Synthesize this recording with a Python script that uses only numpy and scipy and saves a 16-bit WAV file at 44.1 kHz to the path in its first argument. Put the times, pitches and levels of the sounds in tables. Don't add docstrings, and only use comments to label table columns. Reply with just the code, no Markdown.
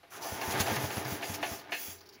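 import sys
import numpy as np
from scipy import signal
from scipy.fft import rfft, irfft
from scipy.io import wavfile
from scipy.ndimage import uniform_filter1d

SR = 44100
rng = np.random.default_rng(int(sys.argv[2]) if len(sys.argv) > 2 else 0)


def wrap_up_sound(samples):
    columns = np.atleast_2d(samples).T
    tamed = np.clip(columns, -1, 1)
    steps = np.round(tamed * 32767).astype(np.int16)
    wavfile.write(sys.argv[1], SR, steps)


N = 97020

# freq_hz, level_db
OUTDOOR_COLOUR = [(30, -13), (90, -4), (200, -3.5), (350, -28), (1000, -10), (3000, -11.5), (5500, -18),
                  (8500, -29), (11000, -19), (16000, -32)]
# time_s, level_db
RATTLE_LEVELS = [(0, -70), (.10, -61), (.18, -46.5), (.26, -46.5), (.38, -39), (.49, -38), (.57, -30),
                 (.645, -35.5), (.70, -31), (0.788, -34.5), (.89, -37.5), (1.12, -39), (1.33, -42),
                 (1.385, -42.5), (1.43, -42), (1.521, -42.5), (1.64, -49), (1.92, -53), (1.99, -62.5),
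                 (2.2, -61.5)]
# freq_hz, level_db
RATTLE_COLOUR = [(30, -42), (100, -2.5), (200, -6.5), (400, 1), (530, -2.5), (800, 0.5), (1100, -7),
                 (2200, -7.5), (3500, -13), (6000, -21), (8500, -41), (16000, -28.5)]
# pitch_hz, t60_s, level_db
CASING_MODES = [(217, 0.26, -9), (296, 0.16, -1), (386.7, 0.16, -5), (678.6, 0.11, -6), (849, 0.13, -5),
                (1013, 0.1, -14.5), (1226, 0.066, -7), (1464, 0.11, -6.5), (1603, 0.1, -6.5),
                (1728, 0.048, -10.5), (1812, 0.11, -4)]

# start_s, level_db, brightness_db, decay_s
CLACKS = [(0.031, -56, -3, 0.012), (0.114, -63, -10, 0.022), (0.244, -42.5, -21, 0.021),
          (0.412, -41.5, 0.5, 0.027), (.537, -41, -16, 0.017), (0.664, -40.5, 0.5, 0.018),
          (0.764, -38, 0.5, 0.01), (0.904, -41, 0.5, 0.011), (.966, -41.5, -1, 0.0093),
          (1.051, -42.5, -4, 0.015), (1.225, -42, 2, 0.019), (1.4264, -37, 1.5, 0.022),
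          (1.507, -43.5, -12, 0.0058), (1.691, -48, -19, 0.01), (1.7194, -42.5, 7, 0.027),
          (2.007, -61, -8, 0.017)]
# freq_hz, level_db
CLACK_BODY = [(100, -24), (300, -3.5), (480, 2), (700, 0.5), (1050, 0), (1350, -2.5), (2000, -8.5),
              (4000, -21), (16000, -36.5)]
# freq_hz, level_db
CLACK_BRIGHT = [(300, -25), (1350, -2.5), (1700, 1.5), (2100, 2), (2650, -4), (3100, -5), (3800, -8.5),
                (6500, -14.5), (8500, -51), (16000, -31)]
# pitch_hz, width_hz, level_db
HOUSING_PEAKS = [(712, 130, 4.5), (1180, 68, -5), (1760, 51, 7.5), (2250, 92, 11)]
# pitch_hz, width_hz, level_db
GEAR_PEAKS = [(1745, 130, -4), (2540, 59, 7), (2630, 115, 8.5), (2730, 110, 8.5), (2840, 100, 2.5),
              (3480, 41, 6), (4205, 49, 12)]

# start_s, length_s, level_db
STROKES = [(0.097, 0.097, -48.5), (0.205, 0.19, -43), (0.401, 0.17, -41.5), (0.559, 0.13, -42),
           (0.657, 0.14, -40), (0.783, .12, -40.5), (0.9, 0.13, -42), (1.052, 0.13, -41),
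           (1.212, 0.16, -42), (1.407, 0.18, -43.5), (1.703, .25, -44)]
# freq_hz, level_db
HISS_COLOUR = [(300, -19), (1500, -5), (2500, 2.5), (3800, -4.5), (5200, -2.5), (6600, 2.5), (7500, -4),
               (8500, -12), (9400, -2.5), (10300, -2), (11800, -2.5), (13400, -0.5), (15200, -6.5),
               (16000, 1)]
# pitch_hz, width_hz, level_db
PASSAGE_PEAKS = [(3370, 110, 2.5), (4784, 93, 8), (5390, 150, 2.5), (5950, 165, 3), (6630, 35, 3),
                 (7400, 33, 6), (9930, 60, 8), (10650, 128, 9.5), (11560, 120, 3), (15100, 200, 13)]

# start_s, length_s, level_db, pitch_hz, width_hz
RUBS = [(0.112, 0.073, -49, 1240, 900), (0.189, 0.13, -46.5, 860, 328), (0.325, 0.28, -42, 872, 232),
        (0.662, 0.055, -36, 776, 478)]
# start_s, length_s, level_db
SCRAPES = [(.157, 0.031, -51), (.218, 0.051, -57), (.495, 0.043, -39), (.592, 0.03, -29.5),
           (.615, 0.02, -43), (.678, 0.0081, -45), (.755, 0.018, -39), (1.335, 0.03, -39.5)]
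# freq_hz, level_db
SCRAPE_COLOUR = [(200, -41), (1000, 5.5), (2500, 8.5), (4700, 7), (6700, 9), (8500, -6), (10800, 6.5),
                 (13200, -7.5), (15200, 10), (16000, -9)]
# start_s, length_s, level_db
CRUNCHES = [(.220, 0.029, -40.5), (.410, 0.013, -39), (.662, 0.013, -37), (1.046, 0.013, -38.5),
            (1.585, 0.02, -46.5), (1.98, 0.021, -54.5), (2.006, 0.012, -48.5), (2.018, 0.025, -59),
            (2.055, 0.024, -55.5), (2.088, 0.013, -48.5), (2.122, 0.043, -53)]
# freq_hz, level_db
CRUNCH_COLOUR = [(300, -19), (1500, -16), (3400, -17), (4700, -1), (5800, -7), (7000, -14.5), (8500, -38.5),
                 (10800, -17), (13200, -23), (15200, -10), (16000, -4)]

# start_s, level_db, pitch_hz, overtone_db, tail_db
PUFFS = [(.318, -34.5, 83, -15, -31), (0.475, -33.5, 84, -10, -25), (.599, -26, 89.7, -6, -24),
         (0.712, -31, 96.1, -4.5, -32), (0.836, -30.5, 93.5, -8, -39), (.968, -32, 92.2, -7.5, -26),
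         (1.119, -33.5, 86.7, -3.5, -38), (1.294, -35.5, 94, -8, -13), (1.511, -37.5, 81, -13, -39),
         (1.879, -48.5, 88.5, -9, -4.5)]
# freq_hz, level_db
CHUFF_COLOUR = [(60, -29), (150, 2), (260, 1.5), (400, -6.5), (560, -5), (900, -7), (2000, -14),
                (6000, -44)]
# start_s, level_db
BOOMS = [(0.537, -35), (0.653, -38), (0.765, -31), (1.047, -34.5)]

# start_s, length_s, level_db
HUMS = [(1.86, 0.32, -63)]
# pitch_hz, width_hz, level_db
HUM_PEAKS = [(387, 34, -2.5), (418, 24, -4.5)]
# start_s, length_s, level_db
SCUFFS = [(2.15, 0.055, -61.5)]
# centre_hz, width_hz, level_db
SCUFF_PEAKS = [(284, 170, -0.5), (2200, 500, -3)]


def undb(db):
    return 10 ** (np.asarray(db) / 20)


def unit(x):
    return x / np.sqrt(np.mean(x ** 2))


def since(start):
    return np.maximum(np.arange(N) / SR - start, 0)


def fall(t, rise_s, decay_s):
    return (1 - np.exp(-t / rise_s)) * np.exp(-t / decay_s)


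def swells(rows, shape):
    return sum(undb(db) * np.abs(np.sin(np.pi * np.minimum(since(start) / length, 1))) ** shape
               for start, length, db in rows)


def wander(per_s):
    size = int(SR / per_s)
    steps = np.repeat(rng.standard_normal(N // size + 1), size)
    return 1.2 * uniform_filter1d(steps, size)[:N]


def grains(per_s, spread_db):
    hits = rng.random(N) < per_s / SR
    signs = np.sign(rng.standard_normal(N))
    sizes = undb(spread_db * np.minimum(rng.exponential(size=N), 4))
    return unit(hits * signs * sizes)


def colour(x, points):
    hz, db = np.array(points, float).T
    size = 4096
    freqs = np.maximum(np.arange(size // 2 + 1) * SR / size, 1)
    cepstrum = irfft(np.log(undb(np.interp(np.log(freqs), np.log(hz), db))))
    cepstrum[1:size // 2] *= 2
    cepstrum[size // 2 + 1:] = 0
    impulse = irfft(np.exp(rfft(cepstrum)))
    return signal.fftconvolve(x, impulse / np.linalg.norm(impulse))[:N]


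def resonate(x, peaks):
    return sum(undb(db) * signal.lfilter(*signal.iirpeak(hz, hz / width, fs=SR), x)
               for hz, width, db in peaks)


def bands(x, peaks):
    return unit(resonate(resonate(x, peaks), peaks))


def reflections(x, decay_s):
    echo = rng.standard_normal(N) * fall(since(0.00703), 0.0011, decay_s)
    return signal.fftconvolve(x, echo / np.linalg.norm(echo))[:N]


def outdoor_air():
    return undb(-66) * colour(rng.standard_normal(N), OUTDOOR_COLOUR)


def rattle():
    times, db = np.array(RATTLE_LEVELS).T
    ticks = grains(per_s=1800, spread_db=2) + undb(-5) * rng.standard_normal(N)
    level = undb(np.interp(since(0), times, db) - 5)
    return colour(ticks * level, RATTLE_COLOUR)


def casing(contact):
    out = contact
    for hz, t60, db in CASING_MODES:
        pole = np.exp((2j * np.pi * hz - np.log(1000) / t60) / SR)
        ring = 2 * (1 - abs(pole)) * signal.lfilter([1], [1, -pole], contact).real
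        out = out + undb(db + 8) * ring
    return out


def gear_clacks():
    rise_s, chatter_hz, bounces = 0.00182, 418.8, 40
    hardness = 2.14
    body, bright, ring = np.zeros((3, N))
    for start, db, bright_db, decay_s in CLACKS:
        t = since(start)
        gaps_s = rng.uniform(0.5, 1.5, size=bounces) / chatter_hz
        bounce_s = start + rise_s + np.cumsum(gaps_s) - gaps_s[0]
        chatter = np.zeros(N)
        chatter[np.minimum(bounce_s * SR, N - 1).astype(int)] = rng.choice([-1, 1], size=bounces)
        drive = undb(-4.5) * np.sqrt(SR / chatter_hz) * chatter + undb(0.5) * rng.standard_normal(N)
        blow = drive * fall(t, rise_s, decay_s)
        dull_tail = undb(-10.5) * rng.standard_normal(N) * fall(t, decay_s, 0.048)
        body += undb(db) * (blow + dull_tail)
        bright += undb(db + bright_db) * blow
        ring += undb(db + hardness * bright_db - 7) * blow
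    body = colour(body, CLACK_BODY)
    knock = body + resonate(body, HOUSING_PEAKS)
    edge = colour(bright, CLACK_BRIGHT)
    gear = resonate(colour(ring, CLACK_BRIGHT), GEAR_PEAKS)
    return undb(0.25) * knock + undb(-1.5) * edge + gear


def piston_hiss():
    rise_s, fade_s, waver_db = 0.023, 0.059, 3
    speed = np.zeros(N)
    for start, length, db in STROKES:
        t = since(start)
        swell_db = 1.5 * np.sin(np.pi * np.minimum(t / length, 1)) ** 2
        late = np.maximum(t - length + fade_s, 0) / fade_s
        fade_db = -7 * np.minimum(late, 4) ** 2
        speed += undb(db + swell_db + fade_db) * (1 - np.exp(-t / rise_s))
    flow = rng.standard_normal(N) + undb(-6) * grains(per_s=1500, spread_db=3.2)
    hiss = colour(flow * speed, HISS_COLOUR)
    passages = sum(resonate(hiss, [peak]) * undb(waver_db * wander(per_s=14)) for peak in PASSAGE_PEAKS)
    return undb(-3.5) * (hiss + passages)


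def strap_rubs():
    out = np.zeros(N)
    for start, length, db, hz, width in RUBS:
        slips = grains(per_s=900, spread_db=0.72)
        out += bands(slips, [(hz, width, 0)]) * swells([(start, length, db)], shape=0.42)
    return out


def strap_scrapes():
    friction = grains(per_s=3700, spread_db=2.9) + 0.5 * rng.standard_normal(N)
    return colour(friction * swells(SCRAPES, shape=1), SCRAPE_COLOUR)


def grit_crunches():
    grit = grains(per_s=2500, spread_db=0.95) + 0.5 * rng.standard_normal(N)
    return colour(grit * swells(CRUNCHES, shape=0.39), CRUNCH_COLOUR)


def exhaust_puffs():
    lead_s, open_s, decay_s, tail_s, overtone_ratio = 0.0039, 0.0093, 0.016, 0.105, 2.2
    out = np.zeros(N)
    for start, db, hz, overtone_db, tail_db in PUFFS:
        t = since(start - lead_s)
        phase = 2 * np.pi * hz * t
        tone = np.sin(phase) + undb(overtone_db) * np.sin(overtone_ratio * phase)
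        opening = 1 - np.exp(-(t / open_s) ** 2)
        puff = tone * opening * np.exp(-t / decay_s)
        tail = undb(tail_db - 6) * np.sin(phase) * fall(t, decay_s, tail_s)
        out += undb(db + 7) * (puff + tail)
    return out


def exhaust_chuffs():
    gas = sum(undb(db) * fall(since(start), rise_s=0.0029, decay_s=0.012) for start, db, *_ in PUFFS)
    return colour(gas * rng.standard_normal(N), CHUFF_COLOUR)


def intake_booms():
    pitch_hz = 130.4
    out = np.zeros(N)
    for start, db in BOOMS:
        t = since(start)
        out += undb(db) * np.sin(2 * np.pi * pitch_hz * t) * fall(t, rise_s=0.0048, decay_s=0.036)
    return out


def casing_hum():
    return bands(rng.standard_normal(N), HUM_PEAKS) * swells(HUMS, shape=0.28)


def scuffs():
    return bands(rng.standard_normal(N), SCUFF_PEAKS) * swells(SCUFFS, shape=0.5)


def scene():
    low_cut = signal.butter(2, 50, "high", fs=SR, output="sos")
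    top_only = signal.butter(6, 7000, "high", fs=SR, output="sos")
    pipes = signal.sosfilt(low_cut, exhaust_puffs() + intake_booms())
    engine = casing(rattle() + gear_clacks()) + piston_hiss() + pipes + exhaust_chuffs()
    near = engine + strap_scrapes() + strap_rubs() + casing_hum() + grit_crunches() + scuffs()
    mid = near + undb(-10.5) * reflections(near, decay_s=0.012) + outdoor_air()
    side = undb(-22) * signal.sosfilt(top_only, reflections(mid, decay_s=0.0009))
    return np.array([mid + side, mid - side])


def record(dry):
    top_hz = 15720
    return signal.sosfilt(signal.ellip(10, 0.2, 80, top_hz, fs=SR, output="sos"), dry)


dry = scene()
out = record(dry)
wrap_up_sound(out)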